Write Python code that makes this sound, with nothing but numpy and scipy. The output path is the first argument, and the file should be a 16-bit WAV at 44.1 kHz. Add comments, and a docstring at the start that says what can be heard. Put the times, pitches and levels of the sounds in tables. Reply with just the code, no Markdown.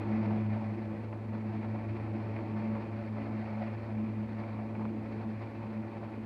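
"""On a harbour, across calm water: a helicopter waits on its pad with the rotors turning.
The tail rotor hums on two wavering tones and rasps in the wake of the four main blades.
Those blades pulse bands of noise into a swish, drone faintly and now and then slap in short bursts.
Moving air makes parts of the sound swell and fade; the town is a steady faint rumble of noise behind."""
import sys
import numpy as np
from scipy import signal
from scipy.fft import rfft, irfft, next_fast_len
from scipy.io import wavfile

SR = 44100
rng = np.random.default_rng(int(sys.argv[2]) if len(sys.argv) > 2 else 0)


def file_out(sig):
    """Save sig as 16-bit WAV at sys.argv[1]."""
    # one column per channel
    cols = np.atleast_2d(sig).T
    # limit, then scale
    lim = np.clip(cols, -1, 1)
    pcm = np.round(lim * 32767).astype(np.int16)
    wavfile.write(sys.argv[1], SR, pcm)


N = 275625

MAIN_TURNS_PER_S = 4.905
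# The four main blades. Each row: place in the turn (0-1), relative swish strength.
BLADES = [(0.072, 0.59), (0.322, .3), (0.603, 0.94), (.82, 0.61)]
# How the low churn of the wake comes and goes. Each row: time in seconds, level in dB before trim.
CHURN_LEVEL = [(0.0, -42.5), (0.4, -42), (0.57, -48), (0.77, -44.5), (1.1, -50), (1.4, -48), (2.18, -44),
               (2.71, -45), (3.17, -50), (3.33, -45.5), (3.6, -52.5), (4.05, -45.5), (4.6, -51.5),
               (4.83, -42.5), (5.15, -47), (5.7, -48.5), (6.25, -47.5)]
# Spectrum of the body of the rush. Each row: frequency in Hz, relative density in dB per Hz.
BODY_COLOUR = [(380, -22), (490, -9.5), (518, 2), (555, 2.5), (595, 5.5), (625, -5), (660, -1.5), (730, 3),
               (800, -1), (845, -1.5), (915, -1), (1100, -8), (1300, -10.5), (2200, -46)]
# Spectrum of the hiss of the rush. Each row: frequency in Hz, relative density in dB per Hz.
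HISS_COLOUR = [(700, -19), (1300, 0), (1480, 2.5), (1570, 0), (1750, 2.5), (2450, 2.5), (2650, -4),
               (2880, -10.5), (3650, -16), (4400, -13.5), (5400, -24.5), (6500, -37.5), (8000, -47.5),
               (11000, -54.5)]


def from_db(db):
    """Decibels to gain."""
    return 10 ** (np.asarray(db) / 20)


def rms_one(x):
    """Scale to rms 1."""
    return x / np.sqrt(np.mean(x ** 2) + 1e-20)


def in_time(rows):
    """Each column of a curve table at every sample."""
    seconds, *columns = np.transpose(rows)
    return [np.interp(np.arange(N) / SR, seconds, column) for column in columns]


def drift(rate):
    """Slow chance of rms about 1, changing about rate times a second."""
    step = 40   # samples between the slow values
    pole = np.exp(-2 * np.pi * rate * step / SR)
    chance = rng.standard_normal(N // step + 2002)
    slow = signal.lfilter([1], [1, -2 * pole, pole * pole], chance)[2000:]   # drop the filter's start
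    return np.interp(np.arange(N) / step, np.arange(len(slow)), rms_one(slow))


def noise(colour):
    """Noise of rms 1 with the given spectrum, silent above its last point."""
    size = next_fast_len(N)
    hz, db = np.transpose(colour)
    bins = np.maximum(np.fft.rfftfreq(size, 1 / SR), 1)
    gain = from_db(np.interp(np.log(bins), np.log(hz), db)) * (bins < hz[-1])
    white = rfft(rng.standard_normal(size))
    return rms_one(irfft(white * gain, size)[:N])


def fading(colour, depth_db, rate, count=3):
    """Noise whose neighbouring half-octave bands fade separately, as through turbulent air."""
    size = next_fast_len(N)
    spectrum, out = rfft(noise(colour), size), 0
    half_octaves = 2 * np.log2(np.maximum(np.fft.rfftfreq(size, 1 / SR), 1))
    for k in range(count):   # every count-th band shares one fade
        share = np.maximum(1 - abs((half_octaves - k) % count - 1), 0)
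        band = irfft(spectrum * share, size)[:N]
        out = out + band * from_db(depth_db * drift(rate))
    return rms_one(out)


def scattered_paths(scatter, rate, cross_rate):
    """Direct and scattered sound interfere: a complex gain with brief dips but no tall peaks."""
    paths = 1 + scatter * (drift(rate) + 1j * drift(cross_rate))
    return paths / np.sqrt(1 + abs(paths) ** 2)


def flutter(scatter):
    """The interference of direct and scattered sound, scaled to rms 1."""
    paths = scattered_paths(scatter, rate=6.2, cross_rate=6.2)
    return paths / np.sqrt(np.mean(abs(paths) ** 2))


def harbour(x):
    """Reflections from water, rocks and quay ripple the rush; its power stays nearly the same."""
    # Each row: delay in seconds, gain against the direct sound.
    reflections = [(.0046, 0.14), (.0091, 0.14), (.0175, 0.15), (.031, 0.17)]
    at = np.arange(N)
    echoes = sum(gain * np.interp(at - delay * SR, at, x, left=0) for delay, gain in reflections)
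    return (x + echoes) / np.sqrt(1 + sum(gain ** 2 for _, gain in reflections))


def tail_blade_angle():
    """Phase in radians of the passing tail blades, from their gliding rate."""
    # Each row: time in seconds, tail rotor blade rate in Hz.
    blade_rate = [(0.0, 106.9), (1.7, 107.9), (6.25, 108.6)]
    return 2 * np.pi * np.cumsum(in_time(blade_rate)[0]) / SR


def blade_swish(turns, width, uneven_db):
    """A surge of turbulence as each main blade sweeps toward the listener, never twice the same."""
    surges = 0
    for place, strength in BLADES:
        from_crest = (turns - place + .5) % 1 - .5   # in turns
        surges = surges + strength * np.exp(-.5 * (from_crest / width) ** 2)
    return surges * from_db(uneven_db * drift(5))


def tail_hum(angle, turns, first_db, octave_db, wander, sway):
    """Two clean overtones; the air shifts their level and phase and each main rotor turn sways them."""
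    # The fundamental, sinking slowly. Each row: time in seconds, level in dB before throb and trim.
    first_level = [(0.0, -38.5), (0.46, -34), (0.81, -41.5), (1.45, -39.5), (1.97, -38), (2.88, -41.0),
                   (3.71, -41.5), (3.84, -40.0), (4.86, -42.5), (5.33, -42), (5.75, -45.0), (6.25, -45)]
    # The octave, swelling and fading on its way over the water.
    # Each row: time in seconds, level in dB before throb and trim.
    octave_level = [(0.0, -50), (0.14, -31), (0.51, -37.5), (0.97, -39.5), (1.07, -52.5), (1.44, -38.0),
                    (2.08, -46), (2.11, -38.5), (2.45, -53), (2.5, -40.5), (2.69, -34), (2.78, -42.5),
                    (3.68, -39), (3.82, -51), (3.92, -36.5), (4.4, -38.5), (4.42, -44), (4.9, -38.5),
                    (5.01, -45), (5.29, -36.5), (5.43, -51.0), (5.79, -37), (5.86, -49.0), (6.25, -41.5)]
    # each throbs 1.5 dB up and down once a turn, cresting 0.4 and 0.6 of the way round
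    first = in_time(first_level)[0] + 1.5 * np.cos(2 * np.pi * (turns - 0.4))
    octave = in_time(octave_level)[0] + 1.5 * np.cos(2 * np.pi * (turns - 0.6))
    wobble = sway * np.sin(2 * np.pi * turns)
    first_phase = angle + 0.083 * wobble
    octave_phase = 2 * angle + wobble + wander * drift(4.3)
    low = from_db(first + first_db) * flutter(0.17) * np.exp(1j * first_phase)
    high = from_db(octave + octave_db) * flutter(0.43) * np.exp(1j * octave_phase)
    return -np.sqrt(2) * np.real(low + high)


def wake_rasp(swish, trim_low_db, trim_high_db, jitter, scatter):
    """Tail blades meet drifting vortices at uneven moments, which smears their overtones into humps."""
    # Each row: multiple of the rasp rate, relative level in dB.
    overtones = [(1, -7.5), (2, -13.5), (3, -2.5), (4, -17), (5, -6), (6, -12), (7, -14), (8, -12),
                 (9, -16), (10, -16.5), (12, -30)]
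    # The upper overtones. Each row: time in seconds, level in dB before trim.
    upper_level = [(0.0, -50.5), (1.62, -56.5), (2.75, -49), (3.0, -51), (4.21, -56.5), (4.44, -51),
                   (4.96, -54.0), (5.9, -52.5), (6.25, -56)]
    low_db = in_time(CHURN_LEVEL)[0] + trim_low_db
    high_db = in_time(upper_level)[0] + trim_high_db
    rasp_hz = 113.55
    angle = 2 * np.pi * rasp_hz * np.arange(N) / SR + jitter * drift(4.9)
    out = 0
    for multiple, db in overtones:
        paths = scattered_paths(scatter, rate=17.0, cross_rate=13.8)
        tone = rms_one(np.real(np.exp(1j * round(multiple) * angle) * paths))
        carried_db = low_db if round(multiple) <= 3 else high_db   # the lowest three follow the churn
        out = out + from_db(db + carried_db) * tone
    return out * rms_one(1 + .5 * swish)


def wake_churn(swish, trim_db):
    """Low noise of the wake, lightly pulsed by the main blades."""
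    # Each row: frequency in Hz, relative density in dB per Hz.
    churn_colour = [(25, -23.5), (42, -13.5), (65, -4), (95, -3.5), (135, -7.5), (200, 4), (265, 3.5),
                    (298, -1), (325, 11), (360, -1.5), (398, -15.5), (435, 2), (475, -8), (620, -33.5)]
    level = from_db(in_time(CHURN_LEVEL)[0] + trim_db)
    return level * noise(churn_colour) * rms_one(1 + 0.11 * swish)


def rush_of_air(tail_angle, swish, body_trim_db, hiss_trim_db):
    """Turbulent body and hiss, pulsed by both rotors' blades and carried unevenly by the air."""
    # How well the air carries the rush.
    # Each row: time in seconds, body level in dB before trim, hiss level in dB before trim.
    carry = [(0.0, -47, -54), (0.38, -45.5, -54), (0.63, -51, -57), (1.02, -53.5, -58.5), (1.19, -54, -60),
             (1.43, -51.5, -58), (2.07, -51.5, -57), (2.29, -49.5, -55.5), (2.54, -51.5, -57),
             (2.91, -50.5, -56.0), (3.11, -51.5, -57.0), (3.39, -48.5, -56.0), (4.26, -54.0, -59),
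             (4.45, -51.5, -57), (4.65, -52, -60), (5.25, -52.0, -58.5), (5.44, -54.5, -58),
             (6.25, -54, -59.5)]
    body_db, hiss_db = in_time(carry)
    chop = 1 + 0.062 * np.cos(tail_angle)   # a pulse with each tail blade
    eddies = from_db(1.3 * drift(34))   # a flutter with the eddies of the wake
    body = harbour(fading(BODY_COLOUR, depth_db=2.0, rate=8.3))
    hiss = harbour(fading(HISS_COLOUR, depth_db=1.15, rate=9.7))
    body_pulse = rms_one(chop * eddies * (1 + 0.72 * swish))
    hiss_pulse = rms_one(chop * eddies * (1 + 0.35 * swish))
    return (from_db(body_db + body_trim_db) * body * body_pulse
            + from_db(hiss_db + hiss_trim_db) * hiss * hiss_pulse)


def main_drone(turns, level_db, fade_db):
    """Faint overtones of the main blade rate, each fading by itself."""
    # Each row: multiple of the main blade rate, level in dB before fading and trim.
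    overtones = [(4, -64.5), (5, -64.5), (8, -63.5), (12, -59), (14, -59.5), (21, -63), (22, -70.5),
                 (25, -61.5)]
    angle = 2 * np.pi * len(BLADES) * turns
    out = 0
    for multiple, db in overtones:
        level = from_db(db + level_db + fade_db * drift(4.4))
        out = out + level * np.cos(round(multiple) * angle + 2 * np.pi * rng.random())
    return np.sqrt(2) * out


def far_town(level_db):
    """Steady noise, strongest in the low rumble, from behind the harbour."""
    # Each row: frequency in Hz, relative density in dB per Hz.
    town_colour = [(12, 14), (40, 31), (65, 38), (120, 31), (500, 24), (2000, 8), (6500, -3), (8000, -4),
                   (11000, -8), (14000, -11), (15500, -14)]
    return from_db(level_db) * noise(town_colour)


def blade_slaps(level_db, decay_s, low_hz, high_hz):
    """A blade cutting a tip vortex gives a short thud and crack, dulled by the distance."""
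    # Each row: start in seconds, starting level in dB before trim and band filter,
    # crack against thud in dB.
    slaps = [(0.308, -36, -16), (1.127, -43, -2), (2.364, -40, -0.5), (2.389, -41, -11), (2.753, -39, -12),
             (4.436, -44.5, 11), (4.591, -40.5, -17), (4.752, -46, 20), (4.795, -42.5, -11),
             (4.853, -39.5, -11), (5.638, -49, -20), (5.835, -42, -14)]
    t = np.arange(N) / SR
    thud, crack = noise(BODY_COLOUR), noise(HISS_COLOUR)
    bursts = 0
    for start, db, crack_db in slaps:
        decay = (t >= start) * np.exp(-abs(t - start) / decay_s)
        bursts = bursts + from_db(db + level_db) * decay * rms_one(thud + from_db(crack_db) * crack)
    band = signal.butter(4, [low_hz, high_hz], "band", fs=SR, output="sos")
    return signal.sosfilt(band, bursts)


def scene():
    """Both rotors, their rush of air and the town, in one channel."""
    turns = MAIN_TURNS_PER_S * np.arange(N) / SR
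    tail_angle = tail_blade_angle()
    swish = blade_swish(turns, width=0.063, uneven_db=2.5)
    # wander and sway are phase shifts in radians
    hum = tail_hum(tail_angle, turns, first_db=-0.07, octave_db=0.12, wander=0.3, sway=0.3)
    rasp = wake_rasp(swish, trim_low_db=-2.5, trim_high_db=3, jitter=0.43, scatter=0.98)
    churn = wake_churn(swish, trim_db=-0.5)
    rush = rush_of_air(tail_angle, swish, body_trim_db=1.0, hiss_trim_db=0.37)
    drone = main_drone(turns, level_db=-1.0, fade_db=4.5)
    town = far_town(level_db=-60.2)
    slaps = blade_slaps(level_db=0.5, decay_s=.005, low_hz=348, high_hz=2690)
    return (hum + rasp + churn + rush + drone + town + slaps)[None]


def record(dry):
    """One microphone channel, its top cut steeply above 15.1 kHz."""
    low_pass = signal.ellip(10, .1, 80, 15100, fs=SR, output="sos")
    return signal.sosfilt(low_pass, dry)


dry = scene()
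out = record(dry)
file_out(out)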